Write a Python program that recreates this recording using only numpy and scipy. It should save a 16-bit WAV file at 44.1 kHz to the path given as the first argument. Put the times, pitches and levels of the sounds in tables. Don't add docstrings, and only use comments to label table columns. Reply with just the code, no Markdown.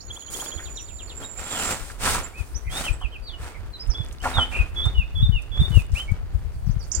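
import sys
import numpy as np
from scipy import signal
from scipy.fft import rfft, irfft, next_fast_len
from scipy.io import wavfile
from scipy.ndimage import map_coordinates

SR = 44100
rng = np.random.default_rng(int(sys.argv[2]) if len(sys.argv) > 2 else 0)


def materialize(psi):
    bounded = np.clip(np.atleast_2d(psi).T, -1, 1)
    quanta = np.round(bounded * 32767).astype(np.int16)
    wavfile.write(sys.argv[1], SR, quanta)


N = 308700
TIME = np.arange(N) / SR

# f/Hz, relative level/dB, t60/s
PANEL_MODES = [(260.5, -8, .45), (527, -3.5, 0.12), (651, -8.5, 0.26), (748, 1.5, 0.15), (842, -4.5, 0.22),
               (961, -11, 0.25), (1208, -10.5, 0.14), (1320, -2, 0.077), (1396, 3, 0.13)]
# f/Hz, left-right correlation
NEAR_COHERENCE = [(800, 0.78), (7000, 0.078)]


def amp(db):
    return 10 ** (np.asarray(db) / 20)


def unit(x):
    return x / np.sqrt(np.mean(x ** 2) + 1e-20)


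def power_sum(gains):
    return np.sqrt(sum(g ** 2 for g in gains))


def along(points, hz):
    f, v = np.transpose(points)
    return np.interp(np.log(hz + 1), np.log(f + 1), v)


def curves(rows):
    s, *cols = np.transpose(rows)
    return [np.interp(TIME, s, c) for c in cols]


def wobble(rate, t=TIME):
    return map_coordinates(rng.standard_normal(int(t[-1] * rate) + 4), [t * rate])


def surge(s, rise, hold, fall_db_per_s):
    t = TIME - s
    onset = np.sin(np.pi / 2 * np.clip(t / rise, 0, 1)) ** 2
    return onset * amp(-fall_db_per_s * np.maximum(t - rise - hold, 0))


def filtered(x, response):
    n = x.shape[-1]
    m = next_fast_len(n + 8192)
    return irfft(rfft(x, m) * response(np.fft.rfftfreq(m, 1 / SR)), m)[..., :n]


def add(track, s, sound):
    part = track[..., max(round(s * SR), 0):][..., :sound.shape[-1]]
    part += sound[..., :part.shape[-1]]


def panned(side_db):
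    gains = np.array([np.atleast_1d(amp(side_db / 2)), np.atleast_1d(amp(-side_db / 2))])
    return gains / np.sqrt(np.mean(gains ** 2, axis=0))


def spread(pair, spectrum, coherence):
    def response(hz):
        turn = np.arccos(np.clip(along(coherence, hz), -1, 1)) / 2
        return amp(along(spectrum, hz)) * [np.cos(turn), np.sin(turn)]
    mid, side = filtered(pair, response)
    return unit(np.array([mid + side, mid - side]))


def grains(rate, scatter_db, bed=1.0):
    size_db = scatter_db * np.minimum(rng.exponential(size=N), 2)
    hits = (rng.random(N) < rate / SR) * amp(size_db)
    return unit(hits * rng.uniform(-1.29, 1, (2, N))) + bed * rng.standard_normal((2, N))


def burst(t, centre_hz, octaves, t60):
    band = lambda hz: 1 / (1 + np.abs(np.log2((hz + 1) / centre_hz) / octaves) ** 3)
    noise = rng.standard_normal(len(t)) + 0.062 * rng.standard_normal((2, len(t)))
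    return unit(filtered(noise, band)) * amp(-60 * t / t60)


def note(length, start_hz, middle_hz, end_hz, quaver_hz=0, quaver_rate=55,
         rise=0.39, fall=0.1, waver=0.0067, flutter_db=3.5):
    t = np.arange(int(length * SR)) / SR
    progress = t / t[-1]
    drift, flutter = wobble(240.6, t), wobble(62, t)
    bend = np.polyval(np.polyfit([0, .5, 1], [start_hz, middle_hz, end_hz], 2), progress)
    hz = bend * (1 + waver * drift) + quaver_hz * np.sin(2 * np.pi * quaver_rate * t)
    swell = np.sin(np.pi / 2 * np.clip(np.minimum(progress / rise, (1 - progress) / fall), 0, 1))
    return np.sqrt(2) * swell * amp(flutter_db * flutter) * np.sin(2 * np.pi * np.cumsum(hz) / SR)


def glide(rows, edge_s=0.0053, waver=0.0041, flutter_db=-0.5):
    s, hz, db = np.transpose(rows)
    t = np.arange(0, s[-1] - s[0], 1 / SR)
    edges = np.clip(np.minimum(t, t[-1] - t) / edge_s, 0, 1)
    pitch = np.interp(t + s[0], s, hz) * (1 + waver * wobble(313, t))
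    level_db = np.interp(t + s[0], s, db) + flutter_db * wobble(175, t)
    return np.sqrt(2) * edges * amp(level_db) * np.sin(2 * np.pi * np.cumsum(pitch) / SR)


def in_hedge(call, side_db, near_db, far_db, near_t60=0.11, far_t60=0.6, lag_s=.00006):
    t = np.arange(SR // 2) / SR
    decays = amp(-60 * t / np.array([near_t60, far_t60])[:, None, None])
    tails = rng.standard_normal((2, 2, len(t))) * decays * (1 - np.exp(-t / 0.0032))
    near, far = tails / np.linalg.norm(tails, axis=2, keepdims=True)
    paths = amp(near_db) * near + amp(far_db) * far
    paths[0, round(lag_s * SR)] += 1
    paths[1, 0] += 1
    return panned(side_db) * signal.fftconvolve(call[None], paths, axes=1)


def from_barrow(pair, lead_s=.0001):
    # f/Hz, left minus right/dB
    balance = [(300, -0.5), (2400, 0), (4400, -6), (6500, -15), (8200, -2), (10000, 27), (15000, -18)]
    shift_s = lead_s / 2 * np.array([[1], [-1]])
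    return filtered(pair, lambda hz: panned(along(balance, hz)) * np.exp(2j * np.pi * hz * shift_s))


def garden():
    # f/Hz, relative level/dB
    spectrum = [(120, -8), (200, -11.5), (695, -13.5), (4020, -33.5), (4640, -27), (8920, -77),
                (11200, -41), (15800, -39)]
    # f/Hz, left-right correlation
    coherence = [(100, 1), (400, 0.21), (1300, 0.047), (3000, 0.21), (7000, 0.18), (15000, 0.088)]
    return amp(-52.5 + 0.19 * wobble(3.4)) * spread(rng.standard_normal((2, N)), spectrum, coherence)


def far_birds():
    # t/s, length/s, f/Hz, relative level/dB, hoarseness as a share of the pitch
    calls = [(.43, .075, 4620, -58, .008), (.735, .1, 5820, -65, .015), (1.358, .03, 2150, -51, .11),
             (2.642, .0435, 2100, -57, .08), (3.47, .096, 2190, -60, .04)]
    out = np.zeros((2, N))
    for s, length, hz, db, hoarse in calls:
        call = note(length, hz, hz, hz, waver=hoarse, flutter_db=7.5)
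        add(out, s, amp(db + 2) * in_hedge(call, -8, near_db=7.5, far_db=-19))
    return out


def whistler(start_hz=6780, end_hz=7380, length_s=1.77, pulse_hz=14.5, second_db=-9):
    # t/s, relative level/dB
    loudness = [(0, -55), (.42, -43), (.62, -48), (1.3, -48), (1.55, -41), (1.71, -35.5), (1.76, -63.5)]
    db, = curves(loudness)
    progress = np.minimum(TIME / length_s, 1)
    hz = np.interp(np.sin(np.pi / 2 * progress) ** 2, [0, 1], [start_hz, end_hz])
    pulse = np.cos(2 * np.pi * pulse_hz * TIME + .5 * wobble(3.32))
    drift = 30 * wobble(12)
    roughness = (35 + 190 * progress ** 4) * wobble(400)
    phase = 2 * np.pi * np.cumsum(hz + 60 * pulse + drift + roughness) / SR
    voices = np.sin(phase) + amp(second_db) * progress ** 6 * np.sin(.9 * phase)
    tone = amp(db + 2 * wobble(90)) * (1 + .65 * pulse) * voices * (progress < 1)
    return in_hedge(tone, -18.5, near_db=7.5, far_db=-4, near_t60=0.21)[:, :N]


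def triller(swell_db=5.5):
    # t/s, relative level/dB
    sweeps = [(0.654, -43.5), (0.77, -41.5), (.88, -47.5), (0.987, -44.5), (1.096, -42)]
    # t/s, f/Hz, relative level/dB
    sweep_shape = [(0, 4310, 1), (.009, 3680, 1), (.024, 2950, -6), (.046, 2270, -11)]
    # t/s, f/Hz, level/dB
    twitter = [(1.222, 3200, -43), (1.24, 3800, -42)]
    out = np.zeros((2, N))
    for s in np.linspace(.099, .574, num=9):
        effort_db = swell_db * np.exp(-((s - .4) / 0.16) ** 2)
        pip = note(0.0165, 4040, 4300, 3300)
        add(out, s - .018, amp(-51) * in_hedge(pip, -8, near_db=-10, far_db=-16))
        hook = note(0.022, 2880, 3310, 3330, fall=0.31, waver=0.013)
        add(out, s, amp(effort_db - 42.5) * in_hedge(hook, -1, near_db=-13, far_db=-14))
    for s, db in sweeps:
        pip = note(0.012, 4640, 4450, 4650)
        add(out, s - .022, amp(-53.5) * in_hedge(pip, -14, near_db=0, far_db=-8))
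        sweep = glide(sweep_shape, waver=.025, flutter_db=3)
        add(out, s - .003, amp(db) * in_hedge(sweep, -3, near_db=-4, far_db=-13))
    for s, hz, db in twitter:
        call = note(0.011, hz, hz, hz, waver=.04)
        add(out, s, amp(db) * in_hedge(call, -2, near_db=-2, far_db=-14))
    return out


def chirpers():
    # t/s, length/s, start f/Hz, middle f/Hz, end f/Hz, level/dB, left minus right/dB
    chirps = [(0.003, 0.016, 3870, 4850, 6200, -41, -9), (2.231, 0.026, 6800, 7280, 7480, -40, -21.5),
              (2.542, 0.029, 4580, 5830, 5880, -39, -14), (2.92, 0.031, 7600, 7880, 7600, -44, -23),
              (3.896, 0.027, 6140, 5680, 4720, -37.5, -8), (6.916, 0.0067, 4830, 6200, 7100, -24.5, -15),
              (6.922, 0.0039, 6230, 7100, 7500, -23, -24), (6.948, 0.0075, 5430, 6730, 7300, -21, -27),
              (6.955, 0.0051, 6500, 7150, 7550, -25, -14)]
    # t/s, relative level/dB
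    swoops = [(6.513, -66), (6.657, -54.5), (6.79, -50), (6.924, -46)]
    out = np.zeros((2, N))
    for s, length, start, middle, end, db, side_db in chirps:
        call = note(length, start, middle, end, waver=0.012)
        add(out, s, amp(db) * in_hedge(call, side_db, near_db=-4.5, far_db=-15))
    for s, db in swoops:
        call = np.concatenate([note(0.044, 6700, 4950, 4585), note(0.015, 4460, 5500, 7000)])
        add(out, s, amp(db) * in_hedge(call, -16, near_db=1, far_db=-12))
    return out


def songbird():
    # t/s, length/s, start f/Hz, middle f/Hz, end f/Hz, level/dB
    notes = [(2.333, 0.091, 2160, 2590, 2280, -40.5), (2.695, .1, 3090, 3490, 3830, -40),
             (3.218, 0.091, 4640, 4560, 4260, -47), (3.259, .1, 4500, 3340, 2880, -46),
             (3.725, 0.047, 4250, 4030, 3860, -42), (3.789, 0.038, 4460, 5070, 4850, -35.5),
             (3.937, 0.094, 3310, 3480, 3377, -38), (4.199, 0.027, 2850, 3030, 3170, -41.5),
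             (4.583, 0.052, 2624, 2528, 2440, -30.5), (5.95, 0.078, 2190, 2956, 3076, -30.5),
             (6.074, 0.031, 2280, 2240, 2280, -40.5)]
    # t/s, relative level/dB
    slurs = [(2.833, -27.5), (3.001, -35), (3.108, -39.5)]
    # t/s, f/Hz, relative level/dB
    slur_shape = [(0, 2870, -21), (.022, 3204, -5), (.042, 2764, -5.5), (.058, 2480, 1.5), (.07, 2460, -27)]
    # t/s, f/Hz, relative level/dB
    peak = [(4.335, 3750, -34), (4.365, 3680, -25.5), (4.405, 3025, -23.5), (4.431, 3013, -25),
            (4.445, 3180, -23)]
    # t/s, length/s, f/Hz, level/dB
    warble = [(4.513, .085, 2550, -32)]
    # delay/s, length/s, start f/Hz, middle f/Hz, end f/Hz, level/dB
    phrase = [(0, 0.091, 3423, 3400, 3495, -30), (0.078, 0.068, 3660, 3576, 3633, -30),
              (0.196, .092, 3000, 2850, 2420, -31)]
    # t/s, time stretch, gain/dB
    repeats = [(4.752, 0.98, -1.5), (5.15, 0.86, -3), (5.515, 1.02, -3)]
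    soft = [(s, amp(db) * note(length, start, middle, end, waver=0.0054, flutter_db=4))
            for s, length, start, middle, end, db in notes]
    soft += [(s, amp(db) * glide(slur_shape, waver=0.016)) for s, db in slurs]
    full = [(peak[0][0], amp(-0.5) * glide(peak))]
    full += [(s, amp(db) * note(length, hz, hz, hz, quaver_hz=188)) for s, length, hz, db in warble]
    for s, stretch, gain_db in repeats:
        for delay, length, start, middle, end, db in phrase:
            call = note(stretch * length, start, middle, end, rise=0.33)
            full.append((s + stretch * delay, amp(db + gain_db) * call))
    out = np.zeros((2, N))
    for s, call in soft:
        add(out, s, in_hedge(call, -2, near_db=-4.5, far_db=-21.5, near_t60=0.16))
    for s, call in full:
        add(out, s, in_hedge(call, -2.8, near_db=-4.5, far_db=-13))
    return out


def wind(cycles=0.49, lumpy_db=5.5, wake_db=-15, wake_s=0.034):
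    # t/s, relative level/dB
    breeze = [(0, -48.5), (.6, -43.5), (2.9, -39), (3.6, -40), (4.05, -36), (5.2, -28.5), (5.7, -28.5),
              (5.85, -36.5), (6.4, -30.5), (7, -35)]
    # t/s, level/dB, f/Hz, port (0 left, 1 right)
    puffs = [(.566, -18.5, 65, 1), (2.197, -15.5, 49.6, 1), (2.412, -15, 69.6, 0), (2.561, -12.5, 60, 0),
             (2.914, -9, 64.4, 0), (3.052, -14, 50, 1), (3.9, -9.5, 42.4, 1), (4.007, -12.5, 100, 1),
             (4.381, -4, 74, 1), (4.605, -4.5, 49.7, 0), (4.869, -6.5, 89, 1), (4.991, -3.5, 49.6, 0),
             (5.231, -2.5, 106, 0), (5.238, -6, 66.5, 1), (5.295, -4, 101, 0), (5.355, -7.5, 42, 0),
             (5.603, -3.5, 73, 1), (5.618, -2.5, 126.8, 0), (5.711, -7, 115, 0), (5.775, 3.5, 83, 0),
             (5.937, -4.5, 64, 0), (6.121, -5, 91, 0), (6.353, -6.5, 65, 0), (6.676, -10.5, 120, 0),
             (6.699, -6, 110, 0), (6.768, -10.5, 94, 0)]
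    # f/Hz, relative level/dB
    spectrum = [(15, -10.5), (35, 2.5), (60, 2), (100, -6), (170, -20), (300, -43), (700, -63)]
    breeze_db, = curves(breeze)
    lumps = unit(amp(lumpy_db * np.array([wobble(12), wobble(16)])))
    eddies, wakes = np.zeros((2, 2, N))
    t = np.arange(-SR // 8, SR // 8) / SR
    for s, db, hz, port in puffs:
        swing = -np.sin(2 * np.pi * hz * t + rng.normal(0, 0.63)) / np.cosh(t * hz / cycles * np.pi / 2)
        add(eddies[int(port)], s + t[0], amp(db) * swing)
        add(wakes[int(port)], s + t[0], amp(db + wake_db) * np.exp(-(t / wake_s) ** 2))
    turbulence = unit(filtered(rng.standard_normal((2, N)), lambda hz: amp(along(spectrum, hz))))
    ragged = 1 + .13 * wobble(240)
    return power_sum([amp(breeze_db + 3) * lumps, wakes]) * turbulence + eddies * ragged


def lawn():
    # t/s, turf level/dB, relative grass level/dB
    shuffling = [(0, -56, -67), (.6, -45.5, -55.5), (.92, -55, -63), (1.15, -47.5, -59),
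                 (2.4, -51.5, -56.5), (3.2, -51, -70), (4.7, -51.5, -62), (5.15, -50.5, -69.5),
                 (7, -54.5, -67.5)]
    # t/s, hold/s, level/dB
    scuffs = [(0.31, 0.14, -43), (0.57, 0.29, -56), (1.182, 0.03, -41.5), (3.874, 0.09, -47),
              (4.734, 0.14, -43), (5.543, 0.22, -44), (6.922, .05, -45.5)]
    # t/s, hold/s, relative level/dB
    swishes = [(0.106, 0.1, -57), (0.295, 0.16, -40), (1.192, 0.05, -53), (5.593, 0.13, -55.5),
               (5.738, 0.057, -47), (6.818, 0.19, -59)]
    # f/Hz, relative level/dB
    turf_spectrum = [(60, 1), (160, -5.5), (350, 3), (750, -5.5), (1350, -4), (7000, -22), (12000, -35)]
    # f/Hz, relative level/dB
    grass_spectrum = [(1500, -9.5), (6500, 3), (9200, 7.5), (11500, -1.5)]
    turf_db, grass_db = curves(shuffling)
    presses = [amp(db) * surge(s, 0.025, hold, fall_db_per_s=150) for s, hold, db in scuffs]
    sweeps = [amp(db) * surge(s, 0.014, hold, fall_db_per_s=420) for s, hold, db in swishes]
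    press = power_sum([amp(turf_db + 2.2 * wobble(12))] + presses)
    sweep = power_sum([amp(grass_db + 0.76 * wobble(9.6))] + sweeps)
    press *= amp(0.07 * wobble(55))
    crunch = spread(grains(rate=450, scatter_db=3.5), turf_spectrum, NEAR_COHERENCE)
    sweep *= amp(3 + 2.3 * wobble(60))
    swish = spread(grains(rate=870, scatter_db=1, bed=1.7), grass_spectrum, NEAR_COHERENCE)
    return from_barrow(press * crunch + sweep * swish)


def twigs_and_grit(centre_hz=7000, octaves=0.61, twig_t60=0.071, grit_t60=0.0091, scatter_db=4, count=18):
    # t/s, level/dB
    snaps = [(3.012, -52), (3.873, -50), (4.125, -43.5), (4.855, -40.5), (5.419, -48.5), (6.116, -48.5)]
    # start t/s, end t/s, level/dB
    patter = [(3.796, 4.205, -42), (4.217, 4.448, -40.5), (5.62, 6.049, -44)]
    out, t = np.zeros((2, N)), np.arange(SR // 20) / SR
    for s, db in snaps:
        add(out, s, amp(db) * burst(t, centre_hz, octaves, twig_t60))
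    for start, end, db in patter:
        for when, (size, pitch) in zip(rng.random(count), rng.uniform(-1.16, 1, (count, 2))):
            tick = burst(t, centre_hz * 2 ** (pitch - .5), octaves / 2, grit_t60)
            add(out, start + when * (end - start), amp(db + scatter_db * size) * tick)
    return from_barrow(out)


def scrape(width_hz=400, rough_db=2):
    # t/s, centre f/Hz, level/dB
    friction = [(1.42, 3680, -60), (1.53, 3470, -37.5), (1.62, 2835, -35), (1.77, 2270, -81)]
    hz, db = curves(friction)
    phase = 2 * np.pi * np.cumsum(hz) / SR
    band = unit(wobble(2 * width_hz) * np.sin(phase) + wobble(2 * width_hz) * np.cos(phase))
    sliding = (TIME > friction[0][0]) & (TIME < friction[-1][0])
    return from_barrow((sliding * amp(db + rough_db * wobble(90)) * band)[None])


def tray_knocks(octaves=0.52, ring_db=-9, detune=0.0073, loaded_db=-7.5, empty_s=3.6):
    # t/s, level/dB, clatter centre f/Hz, clatter t60/s
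    knocks = [(.174, -41, 900, .045), (0.419, -27.5, 1030, 0.037), (0.59, -38.5, 1660, 0.22),
              (1.218, -38, 790, 0.06), (1.899, -33, 1380, 0.052), (2.059, -19.5, 1200, 0.16),
              (2.145, -28, 1080, 0.27), (2.261, -37.5, 2010, 0.086), (3.013, -36.5, 1010, 0.13),
              (4.238, -28.5, 1600, 0.16), (4.254, -18, 950, 0.11), (4.365, -26, 1130, 0.14),
              (4.382, -16.5, 1040, 0.072), (4.856, -31, 1080, 0.077)]
    out, t = np.zeros((2, N)), np.arange(SR // 2) / SR
    attack = 1 - np.exp(-t / 0.0013)
    for s, db, centre_hz, clatter_t60 in knocks:
        ring = np.zeros_like(t)
        for hz, mode_db, t60 in PANEL_MODES:
            decay = amp(mode_db + rng.normal(0, 1.6) - 60 * t / t60)
            pitch = hz * (1 + detune * rng.normal())
            ring += decay * np.sin(2 * np.pi * (pitch * t + rng.random()))
        ring *= amp(ring_db + loaded_db * (s < empty_s))
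        clatter = burst(t, centre_hz, octaves, clatter_t60)
        add(out, s, amp(db) * (clatter + ring) * attack)
    return from_barrow(out)


def soil(panel_ring=0.6, half_width_hz=24, clod_fall_db_per_s=141, hiss_fall_db_per_s=204):
    # t/s, rise/s, hold/s, clod level/dB, relative crumb level/dB
    pours = [(1.34, 0.085, 0.071, -38, -44), (1.421, 0.24, 0.067, -30, -34),
             (1.744, 0.062, 0.09, -50, -46.5), (1.975, 0.1, 0.059, -25.5, -27.5),
             (2.346, 0.05, 0.007, -48.5, -52.5), (2.683, 0.074, 0.094, -34.5, -37.5),
             (3.352, 0.099, 0.034, -41.5, -50.5), (4.206, 0.045, 0.046, -33.5, -42.5),
             (4.303, 0.034, 0.074, -34, -48), (4.477, 0.064, 0.048, -38.5, -50.5),
             (5.909, 0.061, 0.013, -43.5, -44)]
    # f/Hz, relative level/dB
    clod_spectrum = [(60, 4.5), (160, -0.5), (300, -3.5), (750, -2.5), (1350, -1.5), (2400, -5),
                     (7000, -26.5), (12000, -52)]
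    # f/Hz, relative level/dB
    crumb_spectrum = [(1200, -3), (2500, 3), (4500, 2.5), (6500, 3), (9000, 7), (11500, -9.5),
                      (14000, -3.5), (15800, -8)]

    def panels(f):
        modes = sum(amp(db) / (1 + 1j * (f - hz) / half_width_hz) for hz, db, _ in PANEL_MODES)
        return 1 + panel_ring * modes

    clods = spread(grains(rate=500, scatter_db=4), clod_spectrum, NEAR_COHERENCE)
    tumble = unit(filtered(clods, panels))
    hiss = spread(grains(rate=1800, scatter_db=2), crumb_spectrum, NEAR_COHERENCE)
    tumble *= power_sum(amp(db) * surge(s, rise, hold, clod_fall_db_per_s)
                        for s, rise, hold, db, _ in pours)
    hiss *= power_sum(amp(db) * surge(s, rise, hold, hiss_fall_db_per_s)
                      for s, rise, hold, _, db in pours)
    clumps = amp(1.3 * wobble(70))
    return from_barrow(clumps * (tumble + amp(3.5) * hiss))


def scene():
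    birds = songbird() + chirpers() + triller() + whistler() + far_birds()
    barrow = soil() + scrape() + lawn() + tray_knocks() + twigs_and_grit()
    return birds + barrow + wind() + garden()


def record(dry, top_hz=15950):
    return filtered(np.clip(dry, -1, 1), lambda hz: hz < top_hz)


dry = scene()
out = record(dry)
materialize(out)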